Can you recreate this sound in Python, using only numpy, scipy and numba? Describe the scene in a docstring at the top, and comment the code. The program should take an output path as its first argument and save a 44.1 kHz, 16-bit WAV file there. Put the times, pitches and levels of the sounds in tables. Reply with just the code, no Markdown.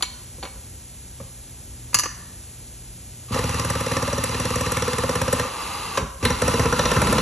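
"""Air impact tool on a steel puller

An air impact tool winds the screw of a steel puller in two bursts, close to a phone under a truck.
Each blow rings decaying modes of puller and chassis and adds a noise crack, over the filtered-noise whirr
of the air motor. Loose steel clinks with ringing modes of its own, and knocks ring the puller's modes.
Shop hum and air-line hiss lie behind; left and right are turned in phase, nearly opposite around 9 kHz."""
import sys
import numpy as np
from scipy import signal
from scipy.fft import rfft, irfft, next_fast_len
from scipy.io import wavfile
from scipy.ndimage import uniform_filter1d
from numba import njit

SR = 44100
rng = np.random.default_rng(int(sys.argv[2]) if len(sys.argv) > 2 else 0)


def bounce(signal):
    """Save signal as a 16-bit WAV file at the path given by the first command-line argument."""
    frames = np.transpose(np.atleast_2d(signal))
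    limited = np.clip(frames, -1, 1)
    pcm = np.round(limited * 32767).astype(np.int16)
    wavfile.write(sys.argv[1], SR, pcm)


N = 317961

# hammer blows, levels over a usual blow:
# (time [s], body [dB], body note [Hz], chassis thud [dB], clang [dB], ping [dB])
BLOWS = [(3.3444, -3, 496, 2, 1.5, 0.5), (3.3898, 1, 483, 2.5, 1.5, 2), (3.4407, 1, 505, -1, -2, -2),
         (3.493, -2.0, 494, 0.5, 1.5, -1.0), (3.544, -2.0, 494, 1.5, -2.5, -2.5),
         (3.597, -3, 512, 1, 2.5, 1), (3.649, -2.0, 517.0, 1.5, 0.5, 1.0), (3.702, -0.5, 517, -0.5, 1, 3),
         (3.754, 1, 519, -0.5, 0.5, -1), (3.8074, 3, 526, 1, 0.5, -4), (3.8632, 2.5, 512, -2, 1, -1),
         (3.917, 2, 517, -1, 1, 0.5), (3.968, 2, 525, 2, 5.5, 1), (4.025, 1.5, 500, 1, 3, 1),
         (4.0779, 2, 529.0, -0.5, -1.5, -2.0), (4.129, 2.5, 523, 1, -1, 0.5),
         (4.1817, 0.5, 527.0, 0, 0.0, 1.5), (4.239, -1.5, 508, -0.5, 2.5, 2),
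         (4.293, -3.5, 525, -3.5, -1.0, -3.5), (4.346, -1, 513, -1.5, 1, -1), (4.3996, 0, 500, 0.5, -2, 1),
         (4.4531, 2.5, 500, 0.5, 2, 1.0), (4.505, 1.5, 503.0, -1, -2.5, -3), (4.558, 1.5, 501, 0.5, 1, 1.5),
         (4.6099, 2.5, 507, 3, 0.5, -2), (4.6641, 1, 489, 1, 2, -1), (4.72, 3.5, 504, -1, 0.5, 2.5),
         (4.77, 2, 514, 0, 4.5, -2), (4.8233, 3.5, 500, 0, 1.5, 1), (4.88, 6.5, 485, -4, 2.5, -1.0),
         (4.932, -1.5, 492, -1, 1, 0.5), (4.9838, 3, 476, 0, 2, 0.5), (5.037, 7.5, 516, -1.5, 2, -1.5),
         (5.0932, 8.5, 494, -0.5, 3, -1.5), (5.1557, 5, 500, 1, 3, 1.5), (5.2165, 4, 515, 1.5, 2.5, -0.0),
         (5.2802, 6, 500.0, -2.0, 3.0, -0.5), (5.3292, 8.5, 504, 3, 5.5, 3), (5.397, 6, 479, -0.5, 6, 2.5),
         (6.2526, 4, 484, -1, 12, 3.5), (6.304, 4.5, 502, 2, 6.5, 0), (6.42, 7, 492, 4, 6, 2.5),
         (6.4799, 6, 497, 5, 7, 1.5), (6.5395, 6, 462, 6, 3.5, 1.5), (6.5959, 5.5, 480, 7, 6, 1.5),
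         (6.6567, 7.5, 459, 4, 5.5, 1.5), (6.7268, 8, 482, 2, 8.5, 1), (6.7928, 6.5, 498, 5, 7.5, 3.5),
         (6.855, 3.5, 503, 3, 9, 2.5), (6.9154, 5, 493, -3, 7, 4.5), (6.9663, 3, 496, 6.5, 7.5, -5),
         (7.018, 4.5, 506, 4, 8, 2.0), (7.0712, 2.5, 506, -3, 4, -2), (7.127, 5.5, 510.0, 4, 7, 1),
         (7.1831, 2, 495, 1.5, 9, 2.5)]
# what the tool works against: hammering, spinning free, slowing, braking, catching, hammering, tightening,
# bottoming: (from [s], whirr [dB], whirr treble against whirr [dB], chassis shake [dB])
LOADS = [(3.2, -32.5, 3, -44.5), (5.44, -31, 0.5, -59), (5.7, -32, 1.5, -57), (5.98, -35.5, -10, -28.5),
         (6.2, -32.5, 2.5, -40.5), (6.43, -27.5, 1, -35.5), (6.83, -26.5, 0, -32.5), (6.96, -27, 1, -28.5)]
BODY_HZ = 522
SEATS_S = 6.35  # the jaws seat deeper before the second burst's run of blows
SIDE_SIGNS = np.array([[1], [-1]])  # left, right


def undb(db):
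    """Amplitude ratio of a level in dB."""
    return 10 ** (np.asarray(db) / 20)


def read(table, hz):
    """A table's value at each frequency, straight on a log axis."""
    f, v = np.transpose(table)[:2]
    return np.interp(np.log(hz + 1), np.log(f + 1), v)


def shape(x, gain):
    """Filter along the last axis by gain(Hz)."""
    n = next_fast_len(x.shape[-1])
    hz = np.arange(n // 2 + 1) * SR / n
    return irfft(rfft(x, n) * gain(hz), n)[..., :x.shape[-1]]


def unit(x):
    """Scale to an rms of 1."""
    return x / np.sqrt(np.mean(x ** 2))


def walk(rate_hz):
    """Random levels held 1 / rate_hz and slewed twice; spread near 1."""
    k = int(SR / rate_hz)
    steps = np.repeat(rng.standard_normal(N // k + 1), k)
    return 1.13 * uniform_filter1d(uniform_filter1d(steps, k), k)[:N]


@njit
def follow(x, attack, release):
    """Envelope that rises fast and falls slowly."""
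    e, out = 0., np.empty(len(x))
    for i in range(len(x)):
        e += (x[i] - e) * (attack if x[i] > e else release)
        out[i] = e
    return out


def shop():
    """Rumble that wavers, smooth hiss, and the hum of mains-driven motors."""
    # rumble and air-line hiss: (frequency [Hz], level [dB per Hz])
    noise_floor = [(30, -62), (42, -62), (65, -62), (100, -71.5), (200, -76), (500, -84), (1200, -91),
                   (3000, -89), (5200, -88), (6500, -84), (9500, -77), (11500, -87), (12700, -100),
                   (15000, -104)]
    # (frequency [Hz], level [dB rms])
    hum_lines = [(45, -58), (59.5, -54), (91, -52), (119.5, -50.5), (134, -61.5), (179, -58.5), (240, -61),
                 (359, -71), (587, -78)]
    noise = rng.standard_normal((2, N))
    mid, side = shape(noise, lambda f: undb(read(noise_floor, f)) * np.sqrt(SR / 2))
    rumble = shape(mid, lambda f: 1 / (1 + (f / 400) ** 2))
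    hiss = mid - rumble
    out = hiss * undb(0.5 * walk(1.84)) + rumble * undb(0.47 * walk(8.4))
    for hz, db in hum_lines:
        level = undb(db + 3.95 * walk(11)) * np.sqrt(2)
        cycles = np.cumsum(hz * (1 + 0.0083 * walk(3.03))) / SR
        out = out + level * np.sin(2 * np.pi * cycles)
    return out + 0.54 * side * SIDE_SIGNS


def room(x, wet_db):
    """A tail of dense echoes, thin in the bass and losing its treble first, different left and right."""
    # (frequency [Hz], decay by 60 dB [s])
    room_t60 = [(100, 0.63), (500, 0.93), (1300, 0.84), (1900, 0.66), (2900, 0.58), (4700, 0.6),
                (7000, 0.56), (11000, 0.2)]
    t, tail = np.arange(SR) / SR, 0
    for hz in 90 * 2 ** np.arange(0, 7.6, .5):
        noise = rng.standard_normal((2, SR))
        band = shape(noise, lambda f: np.exp(-(np.log2((f + 1) / hz) / .3) ** 2))
        tail = tail + min(hz / 1100, 1) * band * np.exp(-np.log(1000) * t / read(room_t60, hz))
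    tail = tail * (1 - np.exp(-t / 0.0007)) / np.sqrt(np.sum(tail ** 2) / 2)
    return x + undb(wet_db) * signal.fftconvolve(x[None], tail, axes=1)[:, :N]


def drive(t, load_db, kick_db):
    """Gain of a motor layer: trigger times load, with a lurch at each start, spun up fast and run down slowly."""
    # trigger: (pulled [s], let go [s])
    pulls = [(3.318, 6.03), (6.23, 7.3)]
    kick_s = 0.022  # lurch as the rotor starts
    leak_s, leak_db = 0.039, -11  # the valve leaks a little before it opens
    spin_up_s, run_down_s = 0.0083, 0.028
    air = 0
    for on, off in pulls:
        lurch = undb(kick_db * np.exp(-np.maximum(t - on, 0) / kick_s))
        leak = ((t >= on - leak_s) & (t < on)) * undb(leak_db)
        air = air + ((t >= on) & (t < off)) * lurch + leak
    stage = np.searchsorted(np.array(LOADS)[1:, 0], t)
    return follow(air * undb(load_db)[stage], 1 / (spin_up_s * SR), 1 / (run_down_s * SR))


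def motor():
    """Vanes and gears chatter in the casing; the rotor stalls at each blow and winds up again."""
    # casing resonances: (frequency [Hz], width [Hz], relative level [dB])
    casing_modes = [(472, 63, -3.5), (837, 48, -2), (963, 98, -1), (1150, 28, 1), (2056, 35, -5),
                    (2690, 230, -6), (3980, 71, -7.5), (4260, 67, -19.5), (4750, 43, -6), (5450, 66, -12),
                    (6150, 46, -8.5), (6680, 76, -9.5)]
    # (frequency [Hz], relative level [dB])
    whirr_colour = [(200, -6), (680, -12.5), (1050, -2.5), (1600, -10), (3000, -12), (4900, -13),
                    (6000, -21), (9000, -7.5), (11300, -16), (12600, -29), (15000, -71)]
    # (frequency [Hz], relative level [dB])
    shake_colour = [(30, -15), (50, 5.5), (75, 4), (95, -10), (112, -4), (140, 2.5), (170, 0.5), (210, 1.5),
                    (250, 1), (320, -8), (500, -4.5), (900, -53)]
    kick_whirr_db, kick_shake_db = 6, 14
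    # the rotor housing sings as the hammer winds up, less once the jaws are seated
    rotor_hz, rotor_width_hz, rotor_db, rotor_seated_db = 1190, 48, -9.5, -6.5
    rotor_stall_db, rotor_stall_s, rotor_stall_width_s = -12, .013, .011

    t = np.arange(N) / SR
    whirr_db, treble_db, shake_db = np.transpose(LOADS)[1:]
    blows = np.r_[0, np.array(BLOWS)[:, 0]]
    since = t - blows[np.searchsorted(blows, t, "right") - 1]  # s after the last blow
    stall = np.exp(-((since - .012) / 0.0037) ** 2)
    jolt_db = 6.6 * np.exp(-((since - .014) / 0.17) ** 2)  # the chassis shakes most just after a blow

    def casing(f):
        power = undb(2 * read(whirr_colour, f))
        peaks = sum(undb(2 * db + 5.0) / (1 + ((f - hz) / w * 2) ** 2) for hz, w, db in casing_modes)
        return np.sqrt(power + peaks)

    burst_db = 1.2 * rng.exponential(size=N // 30 + 1).repeat(30)[:N]
    chatter = rng.standard_normal((2, N)) * undb(burst_db)
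    whirr = unit(shape(chatter, casing))
    song = unit(shape(chatter[0], lambda f: 1 / (1 + ((f - rotor_hz) / rotor_width_hz) ** 2)))
    hammering = since < .075
    song_dip_db = rotor_stall_db * np.exp(-((since - rotor_stall_s) / rotor_stall_width_s) ** 2)
    whirr[0] += song * undb(rotor_db + rotor_seated_db * (t > SEATS_S) + hammering * (2.5 + song_dip_db))

    low = shape(whirr, lambda f: 1 / (1 + (f / 2000) ** 4))
    treble = (whirr - low) * undb(-1.5 * stall) * drive(t, whirr_db + treble_db, kick_whirr_db)
    low = low * undb(-5 * stall) * drive(t, whirr_db, kick_whirr_db)
    mid, side = (low + treble) * undb(0.9 * walk(25))
    shake = unit(shape(rng.standard_normal(N), lambda f: undb(read(shake_colour, f))))
    shake = shake * drive(t, shake_db, kick_shake_db) * undb(jolt_db)
    return mid + shake + 0.62 * side * SIDE_SIGNS


def strike(times, colour_db, modes, scatter_db, rise_cycles, crack_db, crack_s, lead_s, rattle, length,
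           tune=1, push_s=0, late_s=0, hold=lambda hz, after: 1):
    """Each hit rings the modes and cracks; colour_db(Hz) gives one row of levels per hit."""
    # (frequency [Hz], relative level [dB])
    crack_colour = [(300, -1), (700, -9), (1200, 3.5), (3000, -3), (6000, -14.5), (9000, 7.5),
                    (11500, -6.5), (12800, -18), (15000, -46)]
    # modes that start against their neighbour, so each pair swells and beats: [Hz]
    opposed_hz = [112, 465]
    hz, db, t60 = np.transpose(modes)
    t, lead = np.arange(length) / SR, int(lead_s * SR)
    out = np.zeros(N + length + lead)
    chance = rng.standard_normal((len(times), 3, len(hz)))  # pitch, phase, level
    # low modes answer every hit alike, high ones depend on the contact
    fickle = np.clip((hz - 380) / 700, 0, 1)

    swell = np.exp((t - lead_s) / lead_s * 0.98)
    burst = np.where(t < lead_s, swell, np.exp(-(t - lead_s) / crack_s))
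    noise = rng.standard_normal((len(times), length)) * burst
    cracks = shape(noise, lambda f: undb(crack_db + read(crack_colour, f) + colour_db(f)))

    swing = np.where(np.isclose(hz[:, None], opposed_hz, rtol=.06).any(1), -1, 1)
    pitches = hz * tune * np.ones((len(times), 1))
    gains = swing * undb(db + colour_db(hz))
    # s since each mode was set going, high modes last
    after = np.maximum(t - push_s * np.clip((hz[:, None] - 500) / 600, 0, 1), 0)
    held = hold(hz[:, None], after)
    early = int((push_s - late_s) * SR)
    fade = np.minimum(1, (length - np.arange(length)) / (length / 4))
    for s, pitch, gain, c, crack in zip(times, pitches, gains, chance, cracks):
        f = (pitch * (1 + 0.006 * c[0]))[:, None]
        # heavy parts take a few cycles to get moving
        rise = 1 - np.exp(-after * f / rise_cycles)
        envelope = rise * np.exp(-np.log(1000) * after / t60[:, None]) * held
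        # loose contacts keep jolting the ring, which smears each line
        steps = rng.standard_normal((len(hz), length // 16))
        jolts = rattle * np.cumsum(steps, axis=1).repeat(16, axis=1)
        phase = fickle[:, None] * (3 * c[1][:, None] + jolts)
        ring = np.sin(2 * np.pi * f * after + phase) * envelope
        start = int(s * SR)
        ring_at = start + lead - early
        out[ring_at:ring_at + length] -= (gain * undb(scatter_db * fickle * c[2])) @ ring * fade
        crack_at = start + int(late_s * SR)
        out[crack_at:crack_at + length] += crack * fade ** 2
    return out[lead:lead + N]


def clinks(table, modes, gain_db, crack_db, rattle):
    """Hard steel on steel; brightness tilts each hit in dB an octave, and the spot struck favours one mode."""
    s, db, tilt, spot_hz = np.array(table).T[:, :, None]
    spot_db, spot_octaves = 7, 0.083

    def colour(f):
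        slope = tilt * np.log2(np.maximum(f, 600) / 3000)
        bass_cut = 6 * np.log2(np.maximum(400 / (f + 1), 1))
        favour = spot_db * np.exp(-(np.log2((f + 1) / spot_hz) / spot_octaves) ** 2)
        return db + gain_db + slope - bass_cut + favour

    return strike(s[:, 0], colour, modes, scatter_db=1.2, rise_cycles=0.56, crack_db=crack_db,
                  crack_s=0.0062, lead_s=0.00037, rattle=rattle, length=24000)


def jaw_taps():
    """The puller jaw set on the yoke rings its steel modes, most short, a few lingering."""
    # (time [s], relative level [dB], brightness [dB an octave], favoured [Hz])
    taps = [(.008, -34.5, -7, 1010), (.0244, -14, -0.5, 3230), (.031, -22.5, -2, 1020),
            (.4275, -29, -6.5, 800), (.433, -28, -5, 4300), (.441, -44, -13.5, 2300),
            (.452, -30.5, -7, 1390), (.461, -40, -5, 3170), (.474, -45, -9, 800)]
    # (frequency [Hz], relative level [dB], decay by 60 dB [s])
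    jaw_modes = [(780, -13, 0.022), (1020, -14.5, 0.037), (1530, -22, 0.046), (1910, -18, .04),
                 (2247, -19, 0.25), (2390, -17, .05), (2540, -20, .2), (2790, -19, 0.13),
                 (3080, -3.5, 0.019), (3480, -7, 0.038), (3900, -19, 0.14), (3820, -4.5, .03),
                 (4300, -17, 0.2), (4340, 1, 0.027), (4700, -2, 0.025), (5860, -10, 0.1),
                 (7000, -1.5, 0.057), (8060, -10, .02), (10250, -6, 0.074)]
    return clinks(taps, jaw_modes, gain_db=-2.0, crack_db=1.0, rattle=0.18)


def dropped_part():
    """A loose steel part dropped and bouncing rings anew at each landing."""
    # (time [s], relative level [dB], brightness [dB an octave], favoured by the spot it lands on [Hz])
    bounces = [(1.931, -31.5, -3.5, 2500), (1.944, -9.5, 3.5, 6940), (1.9465, -13.5, 3.5, 2040),
               (1.948, -17.5, 0.5, 1190), (1.968, -27, -1.5, 1660), (1.9878, -15, 2.5, 7080),
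               (1.995, -17, 3, 11200), (2.035, -21, -1, 6000), (2.043, -28, -1, 1000),
               (2.057, -22.5, -2.5, 1170), (2.063, -35, -4, 2700)]
    # (frequency [Hz], relative level [dB], decay by 60 dB [s])
    part_modes = [(300, -14, 0.063), (530, -10, 0.032), (999, -7.5, 0.067), (1197, -3.5, 0.043),
                  (1753, -31, 1), (1860, -31.5, 1), (1690, -11, 0.052), (2044, -6, 0.029),
                  (2560, -11.5, 0.055), (2840, -14.5, 0.095), (4400, -17, 0.17), (4570, -8, 0.06),
                  (5010, -7, 0.071), (5360, -17, .04), (5960, -9, 0.076), (6050, -11, 0.08),
                  (6440, -9.5, 0.095), (6940, -12.5, 0.061), (7080, -15, 0.068), (7900, -23, 0.07),
                  (9200, -25, 0.057), (10250, -20, 0.06), (11150, -18, 0.088), (11900, -24, 0.05)]
    return clinks(bounces, part_modes, gain_db=-1.1, crack_db=0.5, rattle=0.25)


def on_puller(times, colour, note_hz, **how):
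    """Hits that ring the puller's modes; the body note shifts as the jaws slip and bite."""
    # puller and chassis: (frequency [Hz], relative level [dB], decay by 60 dB [s])
    puller_modes = [(76, 0.5, 0.2), (112.8, 4.5, 0.13), (167, 0.5, 0.11), (248.9, -3.5, 0.13),
                    (297, -13.5, 0.13), (455.7, -0.5, 0.042), (533, 2.5, 0.085), (600, -10.5, 0.076),
                    (676, -12.5, 0.041), (836, -13.5, 0.089), (1015, 0.5, 0.072), (1166, -14, 0.06),
                    (1340, -6, 0.086), (1820, -1.5, 0.06), (2097, -4.5, 0.018), (2860, -15.5, 0.065),
                    (3544, -12.5, 0.091), (3960, -13.5, 0.1), (4340, -6, 0.016), (5110, -15.5, 0.047),
                    (5730, 2.5, 0.017), (6830, -16, 0.032), (8046, -0.5, 0.042)]
    body = np.abs(np.log2(np.array(puller_modes)[:, 0] / BODY_HZ)) < .3
    tune = (note_hz / BODY_HZ) ** body
    return strike(times, colour, puller_modes, tune=tune, length=6400, rattle=.2, **how)


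def knocks():
    """Below the body note a knock slopes to its thud; above it, brightness tilts the shared colour."""
    # dull knocks and thuds: handling, the part landing, a rebound, trigger and stopping clunk:
    # (time [s], puller body [dB], chassis thud [dB], brightness [dB an octave])
    knock_hits = [(0.384, -39, -34, -15), (0.4347, -33, -57, -7), (0.456, -32.5, -60, -7),
                  (0.5578, -41, -48, -11), (1.2019, -29, -28.5, -10.5), (1.944, -41, -25, -10),
                  (3.3089, -26.5, -16, -14.5), (3.3611, -14.5, -46, -10.5), (5.45, -30, -35, -11),
                  (5.9744, -13, -24.5, -5), (6.228, -18.5, -13.5, -6.5)]
    # (frequency [Hz], level against the body [dB])
    knock_colour = [(520, -5), (1600, -10.5), (4200, -3), (5800, 5), (9000, -10)]
    thud_hz = 120
    s, db, thud, tilt = np.array(knock_hits).T[:, :, None]

    def octaves(f):
        return np.log2((f + 1) / BODY_HZ)

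    def colour(f):
        deep = np.clip(octaves(f) / octaves(thud_hz), 0, 1)
        return db + (thud - db) * deep + read(knock_colour, f) + tilt * np.maximum(octaves(f), 0)

    return on_puller(s[:, 0], colour, BODY_HZ, scatter_db=2.0, rise_cycles=1.0, crack_db=21.0,
                     crack_s=0.011, lead_s=.001)


def grip(hz, after):
    """Modes swell while hammer and anvil are locked; then the jaws bite and change their level, mostly muting."""
    # (frequency [Hz], swell [s], muted at [s], level once bitten [dB])
    grip_modes = [(250, .002, 0.029, -1), (517, 0.011, 0.016, -6), (755, .004, 0.012, 1),
                  (1020, 0.011, 0.016, -13), (1200, .001, .006, -12), (1340, 0.0039, .024, -5),
                  (1820, 0.0038, 0.012, -4), (2600, 0.00088, .02, -4)]
    bite_s = 0.0017
    at, *columns = np.transpose(grip_modes)
    swell, muted, db = (read(np.c_[at, c], hz) for c in columns)
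    open_share = 1 / (1 + np.exp(np.minimum((after - muted) / bite_s, 50)))
    return np.minimum(after / swell, 1) ** 1.63 * (undb(db) + (1 - undb(db)) * open_share)


def hammer():
    """Every blow shares one colour, bent by its own thud, body, clang and ping and by the chance of the contact."""
    # a usual blow from chassis to treble: (frequency [Hz], level [dB], scatter [dB])
    blow_colour = [(124, -23, -1.5), (483, -17.5, .5), (1560, -25.5, -0.5), (4220, -28.5, 4.5),
                   (5900, -21.5, .5), (8800, -28.5, 3.5)]
    # deeper-seated jaws favour other modes: (frequency [Hz], level change [dB])
    seated_colour = [(500, -2), (630, 9), (860, 2), (1030, 2.5), (1195, -7), (1350, 5), (1820, -0.5),
                     (2070, -1.5), (2790, 1)]
    s, body, note_hz, thud, clang, ping = np.array(BLOWS).T[:, :, None]
    hz, db, scatter = np.transpose(blow_colour)
    bend = np.c_[thud, body, clang, clang, ping, ping]
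    levels = db + bend + scatter * rng.standard_normal((len(s), len(hz)))

    def colour(f):
        blows = np.array([read(np.c_[hz, row], f) for row in levels])
        return blows + (s > SEATS_S) * read(seated_colour, f)

    # the hammer loads the heavy parts push_s before its steel face pings
    return on_puller(s[:, 0], colour, note_hz, scatter_db=1.9, rise_cycles=1.0, crack_db=8.5,
                     crack_s=0.0025, lead_s=.003, push_s=0.004646, late_s=.0008, hold=grip)


def scene():
    """Shop and motor, with the steel and the tool's blows each in the room's echoes."""
    steel = room(dropped_part() + jaw_taps(), wet_db=-10.5)
    tool = room(hammer() + knocks(), wet_db=-5.5)
    return shop() + motor() + steel + tool


def record(dry):
    """Gain control ducks after loud hits; left and right are turned in phase; peaks rounded, bottom and top cut."""
    # (frequency [Hz], phase by which left leads right [rad])
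    stereo_phase = [(0, 0), (1120, -0.2), (4050, 0.8), (4650, 1.8), (5250, 5.5), (5510, 6.2), (6290, 6.4),
                    (8350, 9.3), (9560, 9.5), (11400, 11.6), (11800, 12.6), (14000, 12.5), (14900, 15.6),
                    (15300, 15.7)]
    # level of the stereo difference: (frequency [Hz], gain [dB])
    side_gain = [(60, -116), (200, -17.5), (700, -0.5), (1900, -11.5), (4500, -6), (6000, -15), (7300, 0),
                 (9100, -34.5), (11000, 6), (12400, -62), (14300, -18)]
    top_hz, ceiling = 15730, .95
    loud = follow(np.abs(dry).max(0), 1 / (0.00072 * SR), 1 / (.12 * SR))
    dry = dry * np.minimum(1, undb(-7.5) / (loud + 1e-9)) ** 0.6
    dry = signal.sosfilt(signal.butter(12, 40, "high", fs=SR, output="sos"), dry)
    side = shape((dry[0] - dry[1]) / 2, lambda f: undb(read(side_gain, f)))
    hz, radians = np.transpose(stereo_phase)
    # left and right each turn by half the phase
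    turn = lambda f: np.exp(.5j * np.interp(f, hz, radians) * SIDE_SIGNS)
    stereo = shape(dry.mean(0) + side * SIDE_SIGNS, turn)
    rounded = ceiling * np.tanh(stereo / ceiling)
    return signal.sosfilt(signal.ellip(10, .2, 80, top_hz, fs=SR, output="sos"), rounded)


dry = scene()
out = record(dry)
bounce(out)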